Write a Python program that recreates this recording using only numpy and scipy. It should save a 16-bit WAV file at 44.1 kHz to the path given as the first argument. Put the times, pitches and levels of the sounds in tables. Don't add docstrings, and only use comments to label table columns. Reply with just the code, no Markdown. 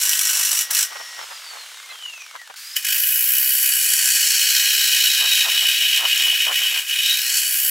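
import sys
import numpy as np
from scipy import signal
from scipy.fft import rfft, irfft, next_fast_len
from scipy.io import wavfile
from scipy.ndimage import uniform_filter1d, map_coordinates

SR = 44100
rng = np.random.default_rng(int(sys.argv[2]) if len(sys.argv) > 2 else 0)


def transcribe(signal):
    frames = np.atleast_2d(signal).T
    limited = np.clip(frames, -1, 1)
    pcm = np.round(limited * 32767).astype(np.int16)
    wavfile.write(sys.argv[1], SR, pcm)


N = 339570

# (start [s], end [s], level [dB])
GOUGE_STROKES = [(-0.02, 0.62, -18), (0.71, 0.71, -15), (0.735, 0.831, -17.5)]
# (time [s], level [dB])
CUTTER_PRESSURE = [(2.78, -40), (2.86, -27), (2.885, -19), (3.05, -16), (4.7, -15.5), (5.8, -16),
                   (6.78, -18.5), (6.83, -28), (6.87, -28.5), (6.9, -20), (7.01, -19), (7.07, -15),
                   (7.22, -21.5), (7.36, -16), (7.45, -19), (7.7, -16)]
# (start [s], end [s], level [dB])
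CUTTER_GRAZES = [(2.763, 2.77, -20), (2.848, 2.852, -20), (2.868, 2.876, -19)]
# (time [s], depth [mm])
CUTTER_DEPTH = [(2.87, 0), (3.05, 0.63), (3.4, 0.6), (4.1, 5), (4.8, 14), (5.6, 20.5), (6.9, 25),
                (7.1, 19.5), (7.3, 8.5), (7.4, 5), (7.52, 2), (7.7, 1)]
# (depth [mm], lift [dB])
SLOT_LIFT = [(0, 1.5), (.55, 12.5), (4, 7.5), (12, 2.5), (23, 11)]
# (frequency [Hz], relative level [dB per Hz])
GOUGE_SPECTRUM = [(150, -54), (350, -47), (600, -51), (900, -20), (1150, -13.5), (1350, -8), (1550, -11),
                  (2100, -9), (3000, -3), (4200, -4), (6000, -4), (9000, 0.5), (15600, -5.5)]
# (frequency [Hz], relative level [dB per Hz])
CUTTER_SPECTRUM = [(150, -52), (350, -45.5), (600, -29.5), (900, -16), (1150, -14), (1350, -9.5),
                   (1550, -10.5), (2100, -20.5), (3000, 1.5), (4200, -0.5), (6000, -1.5), (9000, 1.5),
                   (15600, 2.5)]
# (frequency [Hz], width [Hz], lift [dB])
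GOUGE_RESONANCES = [(1508, 44, 7.8), (1685, 165, 10.1), (1906, 28, 10.9), (2304, 143, 6.7), (2664, 61, 8.8),
                    (2906, 127, 10.5), (5262, 138, 8.8), (5535, 101, 10.0), (5791, 153, 13.1),
                    (6055, 248, 10.1), (6791, 117, 7.1), (7637, 699, 5.4), (9792, 299, 7.6),
                    (12417, 238, 7.9)]
# (frequency [Hz], width [Hz], lift [dB])
CUTTER_RESONANCES = [(1574, 188, 16.0), (1693, 97, 14.9), (1840, 117, 13.0), (1997, 274, 16.0),
                     (2271, 405, 16.0), (2491, 253, 16.0), (2677, 31, 7.7), (2808, 25, 11.2),
                     (2934, 144, 13.3), (3143, 234, 9.8), (3789, 71, 4.5), (4354, 63, 5.4),
                     (4608, 320, 6.2), (5218, 43, 5.9), (5416, 593, 9.9), (5828, 118, 5.7),
                     (6198, 399, 8.0), (6900, 437, 6.5), (7775, 699, 7.8), (8540, 232, 4.8),
                     (9864, 399, 10.4), (10247, 139, 6.5), (10510, 120, 4), (11300, 260, 6),
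                     (12350, 150, 4), (12780, 380, 10), (14225, 699, 5.8)]
# (frequency [Hz], width [Hz], full lift [dB])
REST_RESONANCES = [(3835, 330, 14.5), (4270, 220, 9), (4630, 240, 11.5)]
# (frequency [Hz], relative level [dB per Hz])
WHIRR_SPECTRUM = [(88, -85), (150, -50), (420, -20), (1290, -6.5), (2270, -4), (2500, -7), (2860, -1),
                  (4480, -5), (7130, -6.5), (14100, -17.5), (15500, -20)]
# (frequency [Hz], relative level [dB per Hz])
KNOCK_SPECTRUM = [(200, -41), (600, -14), (900, -4.5), (1400, 1), (2000, -4), (4000, -7), (12000, -19.5)]
# (frequency [Hz], relative level [dB per Hz])
RUN_UP_SPECTRUM = [(150, -43), (300, -40), (700, -23), (1000, -14.5), (1600, -2.5), (3000, -3),
                   (3800, -2.5), (4800, -1), (8000, -4.5), (15000, -9.5)]
# (frequency [Hz], level [dB])
WHINE_LEVELS = [(1500, -50.5), (3700, -53.5), (4700, -49.5), (6500, -51), (8000, -68), (14000, -72)]
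# (frequency [Hz], level [dB])
UPPER_WHINE_LEVELS = [(4300, -76), (5700, -53.5), (6500, -54), (8000, -66), (14000, -75)]
# (frequency [Hz], width [Hz], lift [dB])
HOUSING_RESONANCES = [(2740, 770, 18), (5830, 2000, 10.5)]
# (frequency [Hz], level [dB])
MOTOR_TONES = [(1906, -43.5), (5560, -48.5), (5862, -50)]
# (frequency [Hz], level [dB])
HUM_TONES = [(203, -91), (608, -79)]
# (time [s], frequency [Hz], peak level [dB], length [s])
SQUEAK_LIST = [(1.794, 2110, -43, 0.016), (1.845, 2130, -42, 0.018), (1.91, 2070, -39, 0.023),
               (1.912, 4080, -39.5, .02), (1.912, 2600, -41, 0.012)]
# (time [s], peak level [dB], length [s])
STRONG_PUFFS = [(0.353, -41.5, 0.071), (0.417, -40.5, .021), (0.533, -37, .02), (0.715, -34.5, 0.03),
                (0.925, -35, 0.023), (0.966, -33.5, 0.018), (1.006, -31.5, 0.013), (1.2, -34, .033),
                (1.238, -36, .014), (1.32, -39.5, 0.031), (1.556, -40.5, 0.067), (1.925, -41, 0.048),
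                (2.356, -34, 0.022), (2.506, -39, 0.017), (5.238, -34, 0.042), (5.469, -29.5, 0.034),
                (5.545, -40.5, 0.043), (5.635, -39, 0.024), (6.026, -27.5, 0.048), (6.279, -39, 0.026),
                (6.333, -32, 0.0077), (6.5, -26, 0.04), (6.617, -40, 0.03), (6.765, -39.5, 0.074)]
# (start [s], end [s], middle level [dB])
WEAK_PUFF_SPELLS = [(0.36, 1.754, -58.5), (5.207, 6.752, -50.5)]
# (frequency [Hz], relative level [dB per Hz])
PUFF_SPECTRUM = [(60, -61), (150, -30.5), (300, -13.5), (550, 1.5), (1000, 8.5), (1600, 6), (3000, -4),
                 (8000, -26)]
# (frequency [Hz], relative level [dB per Hz])
AIR_SPECTRUM = [(25, -24), (150, -18.5), (300, -13), (600, -1.5), (1500, 13), (5000, -1), (15000, -47)]

POWER_OFF, RESTART, FIRST_BITE = 1.2, 2.56, 2.865
KNOCK_AT = 2.263
SLOW, RESUME, FAST = 50.3, 42.2, 65.2
BRAKE, SPIN_UP = 26.8, 28
ATTACK_S, RELEASE_DB_PER_S = 0.009, 550
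THROB_DEEP_DB, THROB_SURFACE_DB = 1.37, 1.37
ROUNDING_MM = 1.7
FIRM_DB, LIGHT_RANGE_DB = -16, 8
LIGHT_THROB_DB, LIGHT_SLOT_LOSS = 1, 0.5
DIP_DB = -32.5
SOUND_MM_PER_S = 343000
LIP_MM = 5.35
SHANK_HZ, SHANK_SAG_HZ_PER_MM = 4746, 49.2
SHANK_STILL, RUB_MM_PER_S = 0.31, 8.7
WHIRR_DB, WHIRR_DB_PER_DECADE = -37.5, 17.5
KNOCK_DB, SLOW_KNOCK_DB = -46.5, 6
WHINE_ORDER = 107.4
STEADY_WHINE_DB = -5
TOP_HZ = 15780


def gouge():
    throb_db = 2.8 * bite(passes(origin=.013), decay=.6)
    tear = fibres(throb_db, grain_db=-0.4, snap_rate=190, snap_db=3.5, snap_life=0.0014)
    return pressure(GOUGE_STROKES) * unit(coloured(tear, GOUGE_SPECTRUM, GOUGE_RESONANCES))


def cutter():
    depth = curves(CUTTER_DEPTH)[0]
    level_db = curves(CUTTER_PRESSURE)[0]
    light = np.clip((FIRM_DB - level_db) / LIGHT_RANGE_DB, 0, 1)

    throb_size_db = THROB_DEEP_DB + THROB_SURFACE_DB * np.exp(-depth / ROUNDING_MM) + LIGHT_THROB_DB * light
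    soft_bite = uniform_filter1d(bite(passes(FIRST_BITE), decay=.9), size=130)
    throb_db = throb_size_db * unit(soft_bite)
    flutter_db = 1.1 * between(3.6, 5.4, fade=.4) * np.sin(2 * np.pi * 54.4 * clock())
    ragged_db = (0.61 + 1.08 * (1 - light) * depth / depth.max()) * wobble(130)
    tear = fibres(throb_db + flutter_db + ragged_db,
                  grain_db=1.47, snap_rate=120, snap_db=3, snap_life=0.00084)

    cut_gain = amp(level_db) * between(CUTTER_PRESSURE[0][0], N / SR)
    press = np.maximum(pressure(CUTTER_GRAZES), cut_gain)
    dip = 1 / np.hypot(1, puff_force() / amp(DIP_DB))
    return press * dip * groove(coloured(tear, CUTTER_SPECTRUM, CUTTER_RESONANCES), depth, light)


def fibres(throb_db, grain_db, snap_rate, snap_db, snap_life):
    chips = (rng.random(N) < snap_rate / SR) * rng.random(N)
    snaps = signal.lfilter([1], [1, -np.exp(-1 / (snap_life * SR))], chips)
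    grain = rng.standard_normal(N) * amp(throb_db + grain_db * wobble(1500))
    return grain * (1 + amp(snap_db) * np.tanh(snaps))


def bite(phase, decay):
    pulse = np.exp(-(phase % 1) / decay)
    return unit(pulse - pulse.mean())


def pressure(strokes):
    t = clock()
    gains = []
    for start, end, db in strokes:
        attack = np.clip(1 + (t - start) / ATTACK_S, 0, 1)
        gains.append(attack * amp(db - RELEASE_DB_PER_S * np.maximum(t - end, 0)))
    return np.max(gains, axis=0)


def groove(x, depth, light):
    hz, t, z = signal.stft(x, SR, nperseg=512)
    mm = np.interp(t, clock(), depth)
    feed = np.abs(np.gradient(mm, t))
    rub = SHANK_STILL + (1 - SHANK_STILL) * np.tanh(feed / RUB_MM_PER_S)
    near_shank = hump(hz, SHANK_HZ - SHANK_SAG_HZ_PER_MM * mm, octaves=0.072)
    shank_db = rub * resonances(REST_RESONANCES, hz)[:, None] * near_shank

    lightness = np.interp(t, clock(), light)
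    lift_db = np.interp(mm, *np.transpose(SLOT_LIFT)) * (1 - LIGHT_SLOT_LOSS * lightness)
    slot_hz = SOUND_MM_PER_S / 4 / (mm + LIP_MM)
    gain = amp(shank_db + lift_db * hump(hz, slot_hz, octaves=0.5))

    power = np.mean(np.abs(z) ** 2, axis=1)
    even_gain = gain / np.sqrt(power @ gain ** 2)
    return unit(signal.istft(z * even_gain, nperseg=512)[1][:N])


def bench(x, t60, wet_db, echo_db):
    wall = np.pad(x, (round(.00786 * SR), 0))[:N]
    scatter = workshop(x, t60)[0]
    return (x + amp(echo_db) * wall + amp(wet_db) * scatter) / np.sqrt(1 + amp(wet_db) ** 2)


def machine():
    powered = between(0, POWER_OFF, fade=0.013)
    lower = whine(WHINE_ORDER, WHINE_LEVELS, .9 * wobble(220))
    upper = whine(2.38 * WHINE_ORDER, UPPER_WHINE_LEVELS, 1.5 * wobble(500))
    fits_db = 2.5 * wobble(120) + 6 * np.tanh(wobble(22)) - 2
    drive = amp(fits_db + STEADY_WHINE_DB * powered) * (lower + upper)
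    motor = tones(MOTOR_TONES, waver=0.32) * powered
    hum = tones(HUM_TONES, waver=0.53) * between(2.9, 10.0, fade=.2)
    return bearings() + drive + motor + hum


def speed():
    t = clock()
    coast = SLOW - BRAKE * np.maximum(t - POWER_OFF, 0)
    run_up = np.minimum(RESUME + SPIN_UP * (t - RESTART), FAST)
    return np.where(t < RESTART, coast, run_up)


def passes(origin=0):
    count = np.cumsum(speed()) / SR
    return count - np.interp(origin, clock(), count)


def bearings():
    phase = passes(KNOCK_AT)
    whirr_db = WHIRR_DB + WHIRR_DB_PER_DECADE * np.log10(speed() / SLOW)
    ripple_db = 0.28 * bite(3 * phase, decay=0.48)
    whirr = amp(whirr_db + ripple_db) * unit(coloured(ports(spread=0.03), WHIRR_SPECTRUM))

    age = (phase % 1) / speed() / .0017
    knocks = unit(coloured(ports(spread=0.14) * age * np.exp(-age), KNOCK_SPECTRUM))
    knock = amp(KNOCK_DB + SLOW_KNOCK_DB * (1 - speed() / SLOW)) * knocks

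    run_up = amp(-36.5) * unit(coloured(ports(spread=0.024), RUN_UP_SPECTRUM))
    first_run = between(0, RESTART)
    return first_run * (whirr + knock) + (1 - first_run) * run_up


def whine(multiple, levels, waver):
    hz = multiple * speed()
    gain = amp(along(levels, hz) + resonances(HOUSING_RESONANCES, hz))
    return gain * np.sqrt(2) * np.sin(2 * np.pi * multiple * passes() + waver)


def tones(lines, waver):
    return sum(amp(db) * np.sqrt(2) * np.sin(2 * np.pi * hz * clock() + waver * wobble(40))
               for hz, db in lines)


def squeaks():
    waver = 0.59 * wobble(200)
    return sum(amp(db) * swell(s, length) * np.sqrt(2) * np.sin(2 * np.pi * hz * clock() + waver)
               for s, hz, db, length in SQUEAK_LIST)


def puffs():
    spells = sum(amp(db) * between(start, end, fade=0.068) for start, end, db in WEAK_PUFF_SPELLS)
    weak_force = amp(7.6 * np.tanh(wobble(25))) * spells
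    eddies = ports(spread=.85) * amp(3.9 * wobble(400))
    return (puff_force() + weak_force) * unit(coloured(eddies, PUFF_SPECTRUM))


def puff_force():
    return sum(amp(db) * swell(s, length) for s, db, length in STRONG_PUFFS)


def workshop(x, t60):
    t = np.arange(SR // 3) / SR
    tail = rng.standard_normal((2, len(t))) * amp(-60 * t / t60)
    return signal.fftconvolve(x[None], tail / np.linalg.norm(tail[0]), axes=1)[:, :N]


def still_air():
    return amp(-58.5) * unit(coloured(ports(spread=0.073), AIR_SPECTRUM))


def ports(spread):
    mid, side = rng.standard_normal((2, N))
    return unit(np.array([mid + spread * side, mid - spread * side]))


def coloured(x, slope, modes=()):
    m = 2 * next_fast_len(N // 2 + 8192)
    hz = np.fft.rfftfreq(m, 1 / SR)
    cepstrum = irfft(np.log(amp(along(slope, hz) + resonances(modes, hz))))
    cepstrum[1:m // 2] *= 2
    cepstrum[m // 2 + 1:] = 0
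    return irfft(rfft(x, m) * np.exp(rfft(cepstrum)), m)[..., :N]


def resonances(modes, hz):
    return sum(lift / (1 + (2 * (hz - centre) / width) ** 2) for centre, width, lift in modes)


def hump(hz, centre, octaves):
    offset = np.log2(hz + 1)[:, None] - np.log2(centre)
    return np.exp(-.5 * (offset / octaves) ** 2)


def along(points, hz):
    f, v = np.transpose(points)
    return np.interp(np.log(hz + 1), np.log(f + 1), v)


def curves(rows):
    s, *cols = np.transpose(rows)
    return [np.interp(clock(), s, c) for c in cols]


def between(start, end, fade=0.0044):
    return np.clip(1 + np.minimum(clock() - start, end - clock()) / fade, 0, 1)


def swell(s, length):
    return np.exp(-2 * ((clock() - s) / length) ** 2)


def wobble(rate):
    return map_coordinates(rng.standard_normal(int(N * rate / SR) + 4), [np.arange(N) * rate / SR])


def clock():
    return np.arange(N) / SR


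def amp(db):
    return 10 ** (np.asarray(db) / 20)


def unit(x):
    return x / np.sqrt(np.mean(x ** 2) + 1e-20)


def scene():
    cut = bench(gouge() + cutter(), t60=0.17, wet_db=-5.0, echo_db=-13.5)
    room = amp(-25) * workshop(cut, t60=0.12)
    return cut + room + machine() + squeaks() + puffs() + still_air()


def record(dry):
    rounded = dry / (1 + np.abs(dry / .95) ** 8) ** (1 / 8)
    faded = rounded * between(.003, N / SR - .003, fade=.003)
    m = next_fast_len(N + SR // 2)
    return irfft(rfft(faded, m) * (np.fft.rfftfreq(m, 1 / SR) < TOP_HZ), m)[:, :N]


dry = scene()
out = record(dry)
transcribe(out)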